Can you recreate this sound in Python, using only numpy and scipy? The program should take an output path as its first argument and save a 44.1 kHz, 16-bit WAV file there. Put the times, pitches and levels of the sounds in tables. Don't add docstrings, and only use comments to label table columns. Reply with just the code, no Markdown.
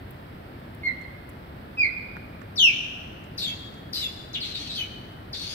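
import sys
import numpy as np
from scipy import signal
from scipy.fft import rfft, irfft, next_fast_len
from scipy.io import wavfile
from scipy.ndimage import uniform_filter1d

SR = 44100
rng = np.random.default_rng(int(sys.argv[2]) if len(sys.argv) > 2 else 0)


def store_pcm(level_fs):
    pcm = np.round(np.clip(level_fs, -1, 1) * 32767).astype(np.int16)
    wavfile.write(sys.argv[1], SR, np.atleast_2d(pcm).T)


def nominal_scale(level):
    x = np.asarray(level, float) / 20
    return 10 ** x


N = 244314


def evened(x):
    return x / np.sqrt(np.mean(abs(x) ** 2) + 1e-20)


def read(points, hz):
    f, value = np.transpose(points)
    return np.interp(np.log(hz + 1), np.log(f + 1), value)


def add(mix, s, sound):
    part = mix[..., round(s * SR):][..., :sound.shape[-1]]
    part += sound[..., :part.shape[-1]]


def band(x, low_hz, high_hz):
    sos = signal.butter(N=2, Wn=(low_hz, high_hz), btype="band", fs=SR, output="sos")
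    return signal.sosfilt(sos, x)


def wander(hz):
    smooth = signal.butter(N=2, Wn=min(hz, SR / 3), fs=SR)
    return evened(signal.lfilter(*smooth, rng.standard_normal(N + SR)))


def air():
    # hz, level_db per Hz
    background = [(20, -28), (45, -29), (80, 2), (130, -1.5), (210, -4), (300, -5.5), (446, -11.5),
                  (650, -11.5), (1060, -16.5), (1400, -16.5), (2140, -21.5), (3000, -26), (5000, -36),
                  (16000, -45)]
    # hz, level_db
    hiss = [(4500, 0.5), (5300, -3.5), (5800, -10.5), (6700, -15.5), (8300, -4.5), (10000, -9.5),
            (11200, 1), (12500, 3.5), (14500, 3.5), (15700, 2)]
    # hz, share 0-1
    likeness = [(60, .99), (130, .975), (260, .85), (500, .33), (1000, .5), (2000, .4), (4000, .15),
                (8000, 0)]
    # hz, level_db
    lean = [(60, 1.5), (150, -0.5), (380, 1.5), (950, -1.0), (2380, -3.5), (5980, 14), (15000, 6.5)]
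    # hz, lag_radians
    lead = [(60, 0), (150, .1), (340, .45), (700, 1.9), (1100, 3.5), (1550, 5), (2070, 7.3), (3700, 12.6)]
    frames, hz = N // 256 + 5, np.fft.rfftfreq(1024, 1 / SR)
    a, b, c, d, patches = rng.standard_normal((frames, 513, 5)).T
    patches = uniform_filter1d(patches, size=14, axis=0)
    patches = evened(uniform_filter1d(patches, size=20, axis=1))
    same = np.clip(read(likeness, hz), -1, 1)[:, None]
    left = a + 1j * b
    shared = same * left * np.exp(-1j * read(lead, hz))[:, None]
    right = shared + np.sqrt(1 - same ** 2) * (c + 1j * d)
    level_db = (read(background, hz) + read(hiss, hz))[:, None] + 0.28 * patches
    side_db = np.multiply.outer([.5, -.5], read(lean, hz))[..., None]
    z = np.array([left, right]) * nominal_scale(level_db + side_db)
    out = signal.istft(z, nperseg=1024, noverlap=768)[1][:, :N]
    return nominal_scale(-42.5) * out / np.sqrt(np.mean(out.mean(0) ** 2))


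def taps_on_camera(events, spread, t60_s, tail_db):
    out, t = np.zeros((2, N)), np.arange(2000) / SR
    chance = rng.standard_normal((len(events), 2, len(t)))
    for (s, db, hz, pan_db), noise in zip(events, chance):
        rattle = nominal_scale(tail_db - 60 * t / 0.055)
        onset = np.minimum(t / 0.0016, 1)
        burst = noise * (nominal_scale(-60 * t / t60_s) + rattle) * onset
        burst = band(burst, hz / (1 + spread), min(hz * (1 + spread), .36 * SR))
        side_db = np.array([[.5], [-.5]]) * pan_db
        add(out, s, nominal_scale(db + side_db) * burst / abs(burst).max())
    return out


def camera_handling():
    # start_s, peak_db, centre_hz, left_minus_right_db
    body_ticks = [(0.1072, -38, 15600, 5.5), (0.1104, -51, 11800, 3.5), (0.598, -53, 12500, 11),
                  (0.7472, -45, 11500, 13), (1.0134, -54, 6780, 12), (1.291, -47, 11200, 16),
                  (1.297, -52, 8700, 13), (2.1655, -51, 14400, 7.5), (2.4154, -54, 6020, 8),
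                  (3.039, -54, 6250, 11), (3.2395, -49, 6100, 6.5), (3.5905, -54, 6670, 11.0),
                  (3.7404, -52, 6680, 16), (5.1194, -52, 12050, 3.0)]
    # start_s, peak_db, centre_hz, left_minus_right_db
    grip_knocks = [(2.1577, -37, 1430, -8), (2.166, -27.5, 1360, -1), (2.4134, -47, 1540, -7),
                   (2.4154, -36.5, 1335, -8)]
    bright = taps_on_camera(body_ticks, spread=.35, t60_s=.014, tail_db=-12)
    dull = taps_on_camera(grip_knocks, spread=.3, t60_s=.014, tail_db=-16)
    return bright + dull


def note(rows, jitter, flutter, breath):
    overtones_db = [-13, -37, -43.5, -57]
    s, *columns = np.transpose(rows)
    t = np.arange(s[0], s[-1], 1 / SR)
    hz, effort_db, rough, gap_hz, second_db = (np.interp(t, s, c) for c in columns)
    effort_db = effort_db - np.maximum(hz - 4900, 0) / 300
    here = slice(round(s[0] * SR), round(s[0] * SR) + len(t))
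    rough = np.clip(rough, 0, 1)
    first = np.exp(2j * np.pi * np.cumsum(hz) / SR + 2.1j * rough * jitter[here])
    beat = np.exp(2j * np.pi * np.cumsum(gap_hz) / SR + 2j * rough * flutter[here])
    far_mirror = np.where((gap_hz < 0) & (gap_hz > -1000), .5, .1)
    lines = nominal_scale(second_db) * (beat + .4 / beat + .25 * beat ** 2 + far_mirror / beat ** 2)
    swell = (1 + 0.86 * rough * flutter[here]) / np.sqrt(1 + nominal_scale(2 * second_db))
    tone = first * (1 + lines)
    settled = nominal_scale(-np.minimum(abs(np.gradient(hz) * SR) / 5000, 9))
    mixed = settled * (1 + .7 * lines)
    strain_db = .26 * (effort_db + 15.5)
    for k, db in enumerate(overtones_db, 2):
        tone += nominal_scale(db + strain_db) * first ** k * mixed * (k * hz < .4 * SR)
    hiss = rough * breath[here] * abs(1 + lines)
    fades = signal.windows.tukey(len(t), .08)
    return s[0], np.sqrt(2) * nominal_scale(effort_db) * swell * (tone.real + hiss) * fades


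def whistles():
    # time_s, pitch_hz, effort_db
    curves = [
        [(.832, 2153, -38), (.865, 2126, -25), (.885, 1998, -30), (.907, 1850, -46)],
        [(1.77, 2596, -43), (1.79, 2488, -25), (1.825, 2388, -23), (1.855, 2047, -27), (1.872, 1930, -52)],
        [(2.555, 6100, -37), (2.57, 4800, -34.5), (2.585, 3700, -22), (2.6, 3200, -17), (2.65, 2765, -14.5),
         (2.685, 2484, -24.5), (2.708, 2240, -33.5)],
    ]
    clear_rough, no_gap_hz, silent_db = .012, 0, -60
    return [[(*point, clear_rough, no_gap_hz, silent_db) for point in curve] for curve in curves]


def cry(start, top_hz, broken, settled, upper, lower, curve, waver):
    break_s, settle_s, sweep_rough = .01, .03, .18
    s, hz, effort_db = np.transpose(curve)
    t = np.arange(start, s[-1], .001)
    left = np.clip((s[0] - t) / (s[0] - start), 0, 1)
    after = np.maximum(t - s[0], 0)
    joined = np.minimum(after / break_s, 1)
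    broken_rough = settled + (broken - settled) * np.exp(-after / settle_s)
    rough = (1 - joined) * sweep_rough + joined * broken_rough
    drift_hz = 400 * rough * joined * waver[:, (t * SR).astype(int)]
    sweep = (top_hz / hz[0]) ** left ** 1.1
    main_hz = np.interp(t, s, hz) * sweep + .4 * drift_hz[0]
    main_db = np.interp(t, s, effort_db) - 11 * left
    upper_hz, climb, upper_db, fade = upper
    flip_s, lower_hz, slide, lower_db = lower
    above_hz, below_hz = upper_hz + climb * after, lower_hz + slide * (t - flip_s)
    second_hz = np.where(t < flip_s, above_hz, below_hz) + drift_hz[1]
    second_db = np.where(t < flip_s, upper_db + fade * after, lower_db)
    second_db = second_db - 60 * (1 - joined) ** 2
    return np.transpose([t, main_hz, main_db, rough, second_hz - main_hz, second_db])


def cries():
    # start_s, sweep_top_hz, break_roughness (0-1), settled_roughness (0-1)
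    openings = [
        (3.374, 7000, .5, .11),
        (3.927, 7400, .45, .13),
        (4.33, 7500, .12, .32),
        (4.4, 5200, .45, .42),
        (4.54, 5600, .5, .32),
        (4.688, 4500, .45, .28),
        (4.76, 3480, .08, .11),
        (5.325, 7200, .45, .34),
    ]
    # pitch_hz, slide_hz_per_s, level_db, fade_db_per_s
    uppers = [(4800, -4000, -4, -120), (4750, 4998, -2.5, 0), (3400, 0, -31, 200), (4300, 0, -21, 100),
              (4650, 2, -4, 97), (4680, 0, -8, 0), (4200, 0, -14, 0), (5460, 2502, -10, -30)]
    # flip_s, pitch_hz, slide_hz_per_s, level_db
    lowers = [(3.498, 2717, -500, -9.5), (4.011, 3086, -10000, -11.5), (4.391, 3350, 5, -3),
              (4.445, 3236, 500, -5.5), (4.582, 3243, 505, -2.5), (4.726, 3720, -5000, -4),
              (4.775, 2777, -8000, -11.5), (5.395, 3490, -500, -3.5)]
    # time_s, pitch_hz, effort_db
    lone = [
        [(3.384, 4470, -26.5), (3.39, 3620, -35), (3.396, 4363, -32), (3.412, 4300, -33), (3.418, 3700, -29),
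         (3.447, 3640, -30.5), (3.465, 3150, -35), (3.485, 3345, -27.5), (3.532, 3306, -45.5)],
        [(3.934, 4800, -25), (3.941, 3400, -44), (3.947, 4530, -27.5), (3.964, 4033, -31.5),
         (4.008, 4052, -32.5), (4.03, 3585, -29.5), (4.045, 3450, -29), (4.08, 3470, -50)],
        [(5.334, 4700, -30), (5.342, 3596, -36.5), (5.356, 3760, -33.5), (5.362, 4596, -40), (5.42, 4300, -36),
         (5.46, 4390, -39.5), (5.5, 4890, -37.5), (5.55, 4750, -36)],
    ]
    # time_s, pitch_hz, effort_db
    chatter = [
        [(4.342, 4000, -32.5), (4.352, 3400, -25), (4.362, 2850, -32.5), (4.39, 3100, -44)],
        [(4.418, 4200, -30), (4.434, 3350, -31.5), (4.465, 4200, -39), (4.5, 4100, -39.5), (4.53, 3750, -37)],
        [(4.547, 3950, -31.5), (4.558, 3650, -32.5), (4.58, 3900, -41), (4.61, 4420, -38), (4.657, 4400, -42.5),
         (4.682, 4200, -34)],
        [(4.7, 3950, -33), (4.715, 3700, -35), (4.733, 4350, -40), (4.77, 4400, -32)],
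        [(4.785, 3100, -30), (4.812, 2970, -30), (4.848, 2930, -45)],
    ]
    breaths_db = [-17.5, -12.5, -29, -30, -28, -31, -16, -26]
    waver = np.array([wander(hz=25), wander(hz=40)])
    curves = lone[:2] + chatter + lone[2:]
    rows = [cry(*opening, upper, lower, curve, waver)
            for opening, upper, lower, curve in zip(openings, uppers, lowers, curves)]
    return zip(rows, breaths_db)


def osprey():
    jitter, flutter = wander(hz=370), wander(hz=280)
    breath = evened(band(wander(hz=12000), 7500, 15000))
    bird = np.zeros(N)
    for rows in whistles():
        add(bird, *note(rows, jitter, flutter, nominal_scale(-10.5) * breath))
    for rows, breath_db in cries():
        add(bird, *note(rows, jitter, flutter, nominal_scale(breath_db) * breath))
    return bird


def scatter(start, t60):
    taps = np.zeros((2, SR))
    at = np.arange(start, SR - 20, 20) + rng.integers(0, 20, (2, (SR - start - 1) // 20))
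    np.put_along_axis(taps, at, rng.choice([-1., 1.], at.shape), 1)
    hz, t, z = signal.stft(taps, SR, nperseg=256)
    tail = signal.istft(z * nominal_scale(-60 * t / t60(hz)[:, None]), SR, nperseg=256)[1][:, :SR]
    return tail / np.linalg.norm(tail[0])


def yard(x):
    # left_ms, right_ms
    direct_ms = (0, .1)
    # left_ms, right_ms
    wall_ms = (8.05, 8.26)
    # hz, level_db
    wall_colour = [(2000, -4.5), (3500, -5.5), (5000, -4.5), (7000, -3.5), (12000, -13)]
    # hz, t60_s
    yard_t60 = [(1500, 0.89), (3000, 0.97), (6000, 0.88), (9000, 0.99), (14000, 0.43)]
    # delay_s, level_db
    houses = [(.03, 2), (0.071, -2), (.1, -3.5), (.17, 2), (.21, -1), (.27, 0.5), (.31, 0.5), (.36, 0.5),
              (.45, 1), (.6, 4.5)]
    # hz, level_db
    left_port = [(1500, -14.5), (2300, 0.5), (3000, -0.5), (4500, 0), (5800, -1), (7000, 1.5), (8500, 1),
                 (10000, -2.5), (12500, 10.5), (16000, 2.5)]
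    # hz, level_db
    right_port = [(1500, -6.5), (2300, 5), (3000, -4), (4500, -2.5), (5800, -19), (7000, -20),
                  (8500, -13.5), (10000, -0.5), (12500, 12), (16000, -21)]
    size = next_fast_len(N + SR)
    hz = np.fft.rfftfreq(size, 1 / SR)
    direct, wall = (np.exp(-2j * np.pi * np.outer(ms, hz) / 1000) for ms in (direct_ms, wall_ms))
    porch = nominal_scale(-1.5) * scatter(start=420, t60=lambda f: .13 + 0 * f)
    late = nominal_scale(-6) * scatter(start=1000, t60=lambda f: read(yard_t60, f))
    late *= nominal_scale(np.interp(np.arange(SR) / SR, *np.transpose(houses)))
    path = direct + nominal_scale(read(wall_colour, hz)) * wall + rfft(porch + late, size)
    ports = nominal_scale(np.array([read(left_port, hz), read(right_port, hz)]))
    return irfft(rfft(x, size) * path * ports, size)[:, :N]


def starve(x, below_db, slope_db, floor_db):
    hz, t, z = signal.stft(x, SR, nperseg=2048, noverlap=1024, window="cosine")
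    power = (abs(z[:, :1024]) ** 2).mean(0)
    level_db = 10 * np.log10(power.reshape(128, 8, -1).mean(1) + 1e-20)
    above = np.subtract.outer(np.arange(128), np.arange(128))
    apart = np.where(above > 0, above, -4 * above)
    hidden_db = (level_db[None] - slope_db * apart[..., None]).max(1) - below_db
    kept = np.where(level_db > np.maximum(hidden_db, floor_db), 1, .05)
    z[:, :1024] *= np.repeat(kept, 8, axis=0)
    z = z * (hz < 15800)[:, None]
    return signal.istft(z, SR, nperseg=2048, noverlap=1024, window="cosine")[1][:, :N]


def scene():
    return air() + camera_handling() + yard(osprey())


def top_cut(x):
    return signal.sosfilt(signal.butter(12, 16490, fs=SR, output="sos"), x)


def record(dry):
    thinned = starve(dry, below_db=53, slope_db=.2, floor_db=-105.8)
    return top_cut(thinned)


dry = scene()
out = record(dry)
store_pcm(out)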